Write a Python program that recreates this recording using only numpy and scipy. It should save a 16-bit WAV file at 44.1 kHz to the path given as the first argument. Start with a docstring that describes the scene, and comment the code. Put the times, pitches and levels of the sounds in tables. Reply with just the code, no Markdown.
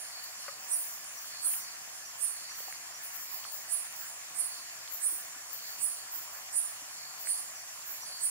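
"""A wet forest at night. Rain hisses throughout under crickets, a faint frog and the high rasps of small
katydids. From 0.7 s two katydids close on the right share short buzzing wing strokes, mostly three
quarters of a second apart, answered by far ones. Cricket peeps run until 3 s while large drops knock
on leaves; the drops then thin out, and the peeps return briefly at 7.6 s."""
import sys
import numpy as np
from scipy import signal
from scipy.fft import rfft, irfft, next_fast_len
from scipy.io import wavfile
from scipy.ndimage import uniform_filter1d

SR = 44100
rng = np.random.default_rng(int(sys.argv[2]) if len(sys.argv) > 2 else 0)


def transcribe(u):
    """Save the signal u as a 16-bit wav file named by the first command-line argument.

    u: samples, shape (n,) or (channels, n), limited to [-1, 1]; the rate is SR.
    q: integer samples, one column per channel.
    """
    v = np.clip(np.atleast_2d(u).T, -1, 1)
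    q = np.round(v * 32767).astype(np.int16)
    wavfile.write(sys.argv[1], SR, q)


N = 366010

# Katydids (pan is always left minus right): pan/dB, tooth rate/Hz, 10.5 kHz lift/dB, [(t/s, level/dB)]
KATYDIDS = [(-9.5, 340.8, 0, [(.74, -31), (1.472, -30), (5.063, -30), (6.581, -30), (7.31, -31),
            (8.258, -30.5)]), (-17, 342.2, -0.5, [(2.246, -30.5), (3.744, -31), (4.408, -30),
            (5.852, -30.5)]), (-16, 339, 0, [(.02, -45.5), (.416, -52), (2.724, -54), (7.765, -57)]),
            (-5, 336.5, -2, [(1.071, -52.5), (1.274, -53.5), (1.953, -53), (2.615, -57), (3.483, -52),
            (4.09, -51), (5.504, -55), (6.237, -56), (6.917, -56)]), (-13, 240, 5, [(3.062, -49),
            (8.084, -49)])]
# Tone colour of the wing: f/Hz, level/dB
WING_SPECTRUM = [(4120, -61), (7000, -20.5), (7420, -31), (7780, -15), (8410, -9), (9260, -6), (9510, -2),
                 (9980, -1.5), (11000, -13.5), (11400, -19), (11900, -17.5), (12900, -24), (14600, -21),
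                 (15800, -24)]
# When each band of the wing peaks within a stroke: f/Hz, offset/s
WING_TIMING = [(7800, -0.02), (8500, -0.016), (9500, -0.011), (10300, -0.011), (12000, -0.031),
               (15000, -0.031)]
# Rasps of smaller katydids: t/s, level/dB, pan/dB, half length/s
RASPS = [(0.242, -41, 7, 0.013), (0.636, -47, 6, 0.036), (0.818, -38.5, 14, 0.075),
         (0.932, -43.5, 1.5, 0.035), (1.184, -46, 0.8, 0.068), (1.513, -33, 5, 0.051),
         (2.585, -40.5, -4, 0.026), (2.678, -47, -3.5, 0.059), (3.05, -42, 12, 0.023),
         (3.165, -39, 16, 0.025), (3.23, -42, 6, 0.042), (3.342, -36, -9, 0.035), (3.548, -36, 11, 0.03),
         (4.011, -39, -10, 0.043), (4.94, -35, 11, 0.025), (5.132, -39, 0, 0.073), (5.543, -37, 10, 0.023),
         (5.692, -44, 3.1, 0.073), (5.843, -42, 0, 0.041), (6.171, -36.5, -3.7, 0.038),
         (6.358, -45, -11, 0.032), (7.216, -40, 9, 0.026), (7.908, -38, -7, 0.037)]
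# Wing modes of a rasp: f/Hz, width/Hz, level/dB
RASP_MODES = [(11700, 900, -8), (13000, 1300, 0), (14000, 1400, 2), (14900, 1400, 4), (15700, 1200, 6)]
# Large drops on leaves, the highest sharp spatters: t/s, level/dB, f/Hz, pan/dB, ring/s
DROPS = [(.2418, -28, 10400, 8, .008), (.4815, -31, 1380, 8, .03), (.4817, -39, 2500, 6, .008),
         (1.0435, -29, 10400, -10, .008), (1.539, -35.5, 2450, -3, .012), (2.5575, -32.5, 10400, -8, .008),
         (2.6045, -39, 3100, 5, .006), (2.6835, -39, 850, 0, .014), (2.5172, -41, 1500, 2, .012),
         (2.587, -42, 1450, 0, .012), (2.6045, -49, 520, 0, .008), (.3082, -42, 1730, 2, .01),
         (1.2441, -41, 1360, 0, .01), (1.3448, -42, 1720, 4, .01), (1.4701, -42, 1090, 2, .01),
         (6.0856, -42, 2000, -5, .01), (7.2584, -41, 2000, -2, .008), (8.0336, -43, 1050, 3, .01),
         (2.7261, -31, 1950, -10, .006), (2.7262, -30.5, 10400, -8, .008), (3.4425, -33, 3100, 3, .006),
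         (3.4512, -35, 1250, -10, .01), (3.4665, -32, 10400, -9, .008), (3.9255, -32, 10400, -2, .008),
         (4.6983, -34.5, 5000, -2, .006), (4.8775, -36, 3400, 0, .008), (5.078, -31, 10400, 0, .006),
         (6.165, -57, 330, 0, .015), (5.122, -52.5, 330, -1, .02), (5.362, -58, 280, 1, .02),
         (6.82, -58, 280, 0, .015), (7.31, -60, 300, 0, .015), (6.9122, -41, 1150, -9, .012),
         (7.2718, -32, 1900, 4, .01), (7.8237, -35, 5000, -2, .006)]
# Bouts of cricket peeps: first t/s, last t/s, level/dB
PEEP_BOUTS = [(.737, 2.953, -47.3), (7.57, 8.028, -47.8)]
# Single short cricket notes: t/s, f/Hz, level/dB
LONE_NOTES = [(.36, 5930, -51), (1.752, 6250, -53), (2.558, 5820, -50)]
# Cricket trills, long then short: t/s, level/dB, length/s
TRILLS = [(.2, -51, 0.3), (.5, -53.5, 0.18), (1.385, -53, 0.29), (1.681, -53.5, 0.19), (2.453, -53, .24),
          (2.71, -55, 0.2), (3.44, -54, .28), (3.756, -61, 0.18), (4.569, -52, 0.27), (4.86, -57, 0.17),
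          (5.68, -54, 0.32), (5.98, -56, 0.18), (7.039, -53.5, 0.24), (7.317, -52.5, 0.17),
          (8.171, -51, 0.27)]
# Tone colour of the rain wash: f/Hz, level/dB
RAIN_SPECTRUM = [(20, -50), (45, -53), (120, -11.5), (300, -13.5), (430, -13), (680, -0.5), (1070, 0),
                 (1720, 1), (2600, 0), (3800, -6), (5200, 2), (7000, 2.5), (8000, -2), (11500, -3.5),
                 (16000, -6.5)]
# Narrow dips in the wash: f/Hz, half width/Hz, level/dB
RAIN_DIPS = [(828, 25, -6), (1004, 21, -2.5), (1260, 35, -2.5), (1543, 45, -3.5), (2700, 92, -0.5)]
# How alike the wash is left and right: f/Hz, correlation
RAIN_LIKENESS = [(60, 0.6), (130, 0.99), (290, 0.12), (640, 0.73), (1410, 0.068), (3100, 0.56), (6800, 0.5),
                 (15000, 0.32)]
# Where the wash leans: f/Hz, pan/dB
RAIN_PAN = [(60, -2), (150, -2.5), (380, -4.5), (950, 4.5), (2380, -1.5), (5980, -0.5), (15000, -1)]
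# Low hum under the rain: f/Hz, level/dB
HUM_TONES = [(48.4, -95), (70.0, -87.5), (118.4, -86)]
# Faint held tones in the wash: f/Hz, width/Hz, level/dB
MURMUR_TONES = [(328.5, 26, -84.5), (686, 20, -72.5), (757, 23, -72.5), (1060, 26, -71.5),
                (1182, 23, -74.5), (1932, 28, -71.5)]
# Echoes off trunks: t/s, level/dB
TRUNK_ECHOES = [(0.011, -9), (.045, -8.5), (.085, -12.5), (.13, -25)]
# Decay of the tail from the leaves: f/Hz, t60/s
FOREST_DECAY = [(300, 0.39), (2000, 0.12), (9000, 0.59), (15000, 0.22)]
# Phase lag of the microphone's right port: f/Hz, lag/rad
RIGHT_LAG = [(700, 0.61), (1700, 0.27), (2400, 3.54), (4500, 2.8), (7200, 2.83), (9000, 1.75),
             (12000, 3.98)]

NEAR_DB = -38  # strokes louder than this sit close by


def stroke(tooth_hz, lift_db, roughness):
    """One wing stroke: evenly struck teeth give a comb of partials. It creeps, bites and stops short."""
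    t = np.arange(-.1, .1, 1 / SR)
    harmonic = np.arange(20, 47)[:, None]
    hz = harmonic * tooth_hz
    glide = -.085 * np.pi * (harmonic - 28) ** 2  # each tooth's ring slides in pitch
    jitter = 2 * np.pi * hz * 10e-6 * drift(60, len(t))  # the teeth fall a little unevenly
    scatter = .35 * rng.standard_normal(hz.shape)
    wander = roughness * (hz / 9500) ** 2 * np.array([drift(60, len(t)) for _ in hz])
    flutter_db = 2.4 * np.array([drift(25, len(t)) for _ in hz])
    creep_db = -7 * np.clip((hz - 8600) / 900, 0, 1) * (1 - np.tanh((t + .024) / .002)) / 2
    fall_s = np.clip(.013 + .011 * (hz - 8200) / 1000, .01, .04)
    swell = hump(t - curve(WING_TIMING, hz), .024, fall_s)
    stop = (1 - np.tanh((t - .015) / .002)) / 2
    colour_db = curve(WING_SPECTRUM, hz) + lift_db * hump(hz - 10500, 610, 550)
    partials = np.cos(2 * np.pi * hz * t + glide + jitter + scatter + wander)
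    buzz = (gain(colour_db + flutter_db + creep_db) * swell * stop * partials).sum(0)
    return buzz / rms(buzz[abs(t) < .015])


def katydids(near, roughness):
    """The near or the far singers; the tooth rate wavers from stroke to stroke."""
    out = np.zeros((2, N))
    for pan_db, tooth_hz, lift_db, strokes in KATYDIDS:
        for s, db in strokes:
            if (db > NEAR_DB) == near:
                buzz = stroke(tooth_hz + .5 * rng.standard_normal(), lift_db, roughness)
                place(out, s - .1, gain(db) * buzz, pan_db)
    return out


def rasps(faint_per_s=1.2, clicks_per_s=4000):
    """Fast uneven tooth clicks ring a few high modes, whose level and timing differ in every rasp."""
    out, t = np.zeros((2, N)), np.arange(-.15, .15, 1 / SR)
    # Each near stroke ends in a high hiss.
    hisses = [(s + .082, db - 20, 4, .067)
              for *_, strokes in KATYDIDS for s, db in strokes if db > NEAR_DB]
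    faint = [(when * N / SR, -60 + 6 * level, 18 * (side - .5), .025 + .03 * length)
             for when, level, side, length in rng.random((round(faint_per_s * N / SR), 4))]
    for s, db, pan_db, half_s in RASPS + hisses + faint:
        clicks = rng.standard_normal(len(t)) * (rng.random(len(t)) < clicks_per_s / SR)
        rasp = np.zeros(len(t))
        for hz, width, mode_db in RASP_MODES:
            spread, slip = rng.standard_normal(2)
            swell = hump(t - .3 * half_s * slip, .75 * half_s, .5 * half_s)
            rasp += gain(mode_db + 3.5 * spread) * resonate_twice(clicks, hz, width) * swell
        place(out, s - .15, .65 * gain(db) * rasp / rms(rasp[abs(t) < half_s]), pan_db)
    return out


def leaf_hit(hz, ring_s):
    """A drop pops, the leaf rattles above and below that pitch, and a long ring brings a low knock."""
    t = np.arange(0, .15, 1 / SR)
    cycles = t * hz
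    pop = np.sin(2 * np.pi * cycles) * cycles * np.exp(-1.3 * cycles)
    burst = rng.standard_normal(len(t)) * gain(-30 * t / ring_s) * np.minimum(cycles, 1)
    rattle = .8 * resonate_twice(burst, 1.26 * hz, .22 * hz) + resonate_twice(burst, .88 * hz, .18 * hz)
    rattle *= np.clip(22 * ring_s, .12, 1) / abs(rattle).max()
    knock = np.sin(2 * np.pi * .41 * cycles) * gain(-60 * t / (2.9 * ring_s)) * np.minimum(t / .004, 1)
    return pop / abs(pop).max() + rattle + .5 * (ring_s / .032) ** 3 * knock


def drops(patter_per_s=250, patter_db=-55.5):
    """Large drops and spatters hit leaves over a patter of small ones to either side."""
    out = np.zeros((2, N))
    for s, db, hz, pan_db, ring_s in DROPS:
        place(out, s, gain(db) * leaf_hit(hz, ring_s), pan_db)
    leaves = [leaf_hit(hz, .01)[:2000] for hz in np.geomspace(1000, 5000, 16)]
    for when, which, size in rng.random((round(patter_per_s * N / SR), 3)):
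        leaf = int(which * len(leaves))
        db = patter_db + 3.12 * min(-np.log(size), 3)
        place(out, when * N / SR, gain(db) * leaves[leaf], pan_db=8 * (-1) ** leaf)
    return out


def whistle(hz, db, envelope):
    """One cricket note, unsteady in pitch and level."""
    tone = sine(hz + 60 * drift(150, len(envelope)))
    return gain(db + 3.5 * drift(100, len(envelope))) * tone * envelope


def peeps(gap_s=.445):
    """Evenly paced peeps sag ever faster through 5.8 kHz, each trailed by a blip; a few blips are lone."""
    out, t = np.zeros((2, N)), np.arange(-.04, .04, 1 / SR)
    peep, blip = np.exp(-(t / .016) ** 4), hump(t, .0079, .0064)
    sag_hz = 5886 - 327 * np.maximum(t / .016 + 1, 0) ** 2 / 4
    for first, last, db in PEEP_BOUTS:
        for s in np.linspace(first, last, round((last - first) / gap_s) + 1):
            place(out, s - .04, whistle(sag_hz, db, peep))
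            place(out, s - .04 + .027, whistle(5970, db - 7, blip))
    for s, hz, db in LONE_NOTES:
        place(out, s - .04, whistle(hz, db, blip))
    return out


def trill(length_s):
    """Puffs of tooth noise ring a distant cricket's wing near 4.5 kHz."""
    t = np.arange(-length_s, length_s, 1 / SR)
    puffs = 1 + .78 * np.cos(phase(75 + 15 * drift(14.2, len(t))))
    ring = resonate_twice(puffs * rng.standard_normal(len(t)), 4460, 420)
    return unit_rms(ring) * hump(t, .45 * length_s, .22 * length_s)


def crickets():
    """Trills over a distant, unbroken crowd of the same kind."""
    out = np.zeros((2, N))
    for s, db, length_s in TRILLS:
        place(out, s - length_s, gain(db) * trill(length_s), pan_db=2)
    crowd = np.array([resonate(noise, 4440, 210) for noise in rng.standard_normal((2, N))])
    return out + gain(-67.5 + 2.5 * drift(4.1)) * unit_rms(crowd)


def cricket_buzz():
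    """One steady, fast-pulsed cricket near 7.2 kHz, centred in a wide crowd."""
    pulses = 1 + .6 * np.cos(phase(135.5 + 1.5 * drift(3)))
    singer = pulses * sine(7185 + 12 * drift(7.9))
    centre, *sides = [resonate_twice(noise, 7140, 440) for noise in rng.standard_normal((3, N))]
    solo = gain(-56 + 1.5 * drift(2.5)) * unit_rms(singer)
    return solo + gain(-53 + 1.5 * drift(6.7)) * unit_rms(.45 * centre + np.array(sides))


def frog(throb_hz=5.972):
    """A faint 1.7 kHz call that throbs without a break."""
    t = np.arange(N) / SR
    throb = np.exp(1.6 * np.cos(2 * np.pi * throb_hz * (t - .013)))
    call = throb * sine(1720 + 10 * drift(9.5))
    return pan(gain(-68 + .99 * drift(5.2)) * unit_rms(call), 3)


def rain(level_db=-45):
    """Far rain on the canopy: a wash of shaped noise with drifting louder and softer patches."""
    frames, hz = N // 256 + 5, np.fft.rfftfreq(1024, 1 / SR)
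    left_re, left_im, side_re, side_im, patches = rng.standard_normal((frames, 513, 5)).T
    patches = unit_rms(uniform_filter1d(uniform_filter1d(patches, 14, axis=0), 10, axis=1))
    likeness = curve(RAIN_LIKENESS, hz)[:, None]
    left = left_re + 1j * left_im
    right = likeness * left + np.sqrt(1 - likeness ** 2) * (side_re + 1j * side_im)
    lean_db = np.array([.5, -.5])[:, None, None] * curve(RAIN_PAN, hz)[:, None]
    dips_db = sum(db * hump(hz - f, half, half) for f, half, db in RAIN_DIPS)
    colour_db = (curve(RAIN_SPECTRUM, hz) + dips_db)[:, None]
    spectra = np.array([left, right]) * gain(colour_db + lean_db + 1.6 * patches)
    return gain(level_db) * unit_rms(signal.istft(spectra, nperseg=1024, noverlap=768)[1][:, :N])


def murmur():
    """Faint fuzzy tones that swell and sink within the rain."""
    noise = rng.standard_normal(N)
    tones = sum(gain(db + 2.4 * drift(1.3)) * unit_rms(resonate(noise, hz, width))
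                for hz, width, db in MURMUR_TONES)
    return pan(tones, 3)


def hum():
    """Low tones wavering beneath the rain."""
    return sum(gain(db + 6.5 + 1.3 * drift(6)) * sine(hz + .85 * drift(2.5)) for hz, db in HUM_TONES)


def forest(x, echo_db, tail_db, lean_db):
    """Adds single echoes off trunks and a diffuse tail from the leaves."""
    size = SR * 6 // 10
    taps = rng.standard_normal((2, size)) * (rng.random((2, size)) < 2000 / SR)
    taps[1] = .3 * taps[0] + .95 * taps[1]  # both sides share some of the tail
    hz, t, spectra = signal.stft(taps, SR, nperseg=256)
    envelope = gain(-60 * t / curve(FOREST_DECAY, hz)[:, None]) * np.minimum(t / .019, 1)
    tail = signal.istft(spectra * envelope, SR, nperseg=256)[1]
    tail *= gain(tail_db) / np.linalg.norm(tail[0])
    for s, db in TRUNK_ECHOES:
        tail[[0, 1], round(s * SR) + rng.integers(0, 2, 2)] += gain(db + echo_db)
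    tail *= gain([[lean_db / 2], [-lean_db / 2]])  # echoes and tail lean by a set amount, here right
    return x + signal.fftconvolve(np.sqrt(.5) * x.sum(0)[None], tail, axes=1)[:, :N]


def right_port_lag(x):
    """Sound from all around reaches the microphone's right port with its phase turned."""
    size = next_fast_len(N)
    lag = curve(RIGHT_LAG, np.fft.rfftfreq(size, 1 / SR))
    right = irfft(rfft(x[1], size) * np.exp(-1j * lag), size)[:N]
    return np.array([x[0], right])


def gain(db):
    return 10 ** (np.asarray(db) / 20)


def rms(x):
    return np.sqrt(np.mean(x ** 2) + 1e-20)


def unit_rms(x):
    return x / rms(x)


def phase(hz):
    return 2 * np.pi * np.cumsum(hz) / SR


def sine(hz):
    return np.sin(phase(hz))


def curve(points, hz):
    """Reads a table along a log frequency axis."""
    f, value = np.transpose(points)
    return np.interp(np.log(hz + 1), np.log(f + 1), value)


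def pan(sound, pan_db):
    """Mono to stereo, the mean power kept."""
    right = 1 / (1 + gain(2 * pan_db))
    return np.sqrt(2 * np.array([[1 - right], [right]])) * sound


def place(mix, s, sound, pan_db=0):
    """Lays a panned sound into the mix from time s."""
    at = round(s * SR)
    start = max(at, 0)
    sound = sound[max(-at, 0):][:N - start]
    mix[:, start:start + len(sound)] += pan(sound, pan_db)


def resonate(x, hz, width):
    """One ringing mode."""
    pole = np.exp((2j * np.pi * hz - np.pi * width) / SR)
    return 2 * signal.lfilter([1 - abs(pole)], [1, -pole], x).real


def resonate_twice(x, hz, width):
    """A mode with steeper skirts."""
    return resonate(resonate(x, hz, width), hz, width)


def drift(rate_hz, size=N):
    """Smooth random modulation of rms 1."""
    knots = rng.standard_normal(int(size / SR * 400) + 4)
    knots = signal.lfilter([1], [1, -np.exp(-2 * np.pi * rate_hz / 400)], knots)
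    return unit_rms(np.interp(np.arange(size) / SR * 400, np.arange(len(knots)), knots))


def hump(t, rise, fall):
    """A swell that peaks at t = 0."""
    return np.exp(-.5 * (t / np.where(t < 0, rise, fall)) ** 2)


def scene():
    """Four layers, each with its own share of forest reverb, over a steady bed."""
    near = gain(.8) * katydids(near=True, roughness=.3)
    near = forest(near, echo_db=-3.5, tail_db=-8, lean_db=-6)
    far = gain(1.5) * katydids(near=False, roughness=.75) + crickets()
    far = forest(far, echo_db=-2, tail_db=-3.5, lean_db=-3.5)
    high = forest(gain(.5) * rasps(), echo_db=-6, tail_db=-4, lean_db=-2.5)
    close = forest(peeps() + drops(), echo_db=-14, tail_db=-13, lean_db=0)
    bed = cricket_buzz() + frog() + murmur() + rain() + hum()
    return right_port_lag(near + far + high + bed) + close


def record(dry):
    """A steep high cut at 15.7 kHz."""
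    high_cut = signal.firwin(1023, 15730, window=("kaiser", 9), fs=SR)
    return signal.oaconvolve(dry, high_cut[None], "same")


dry = scene()
out = record(dry)
transcribe(out)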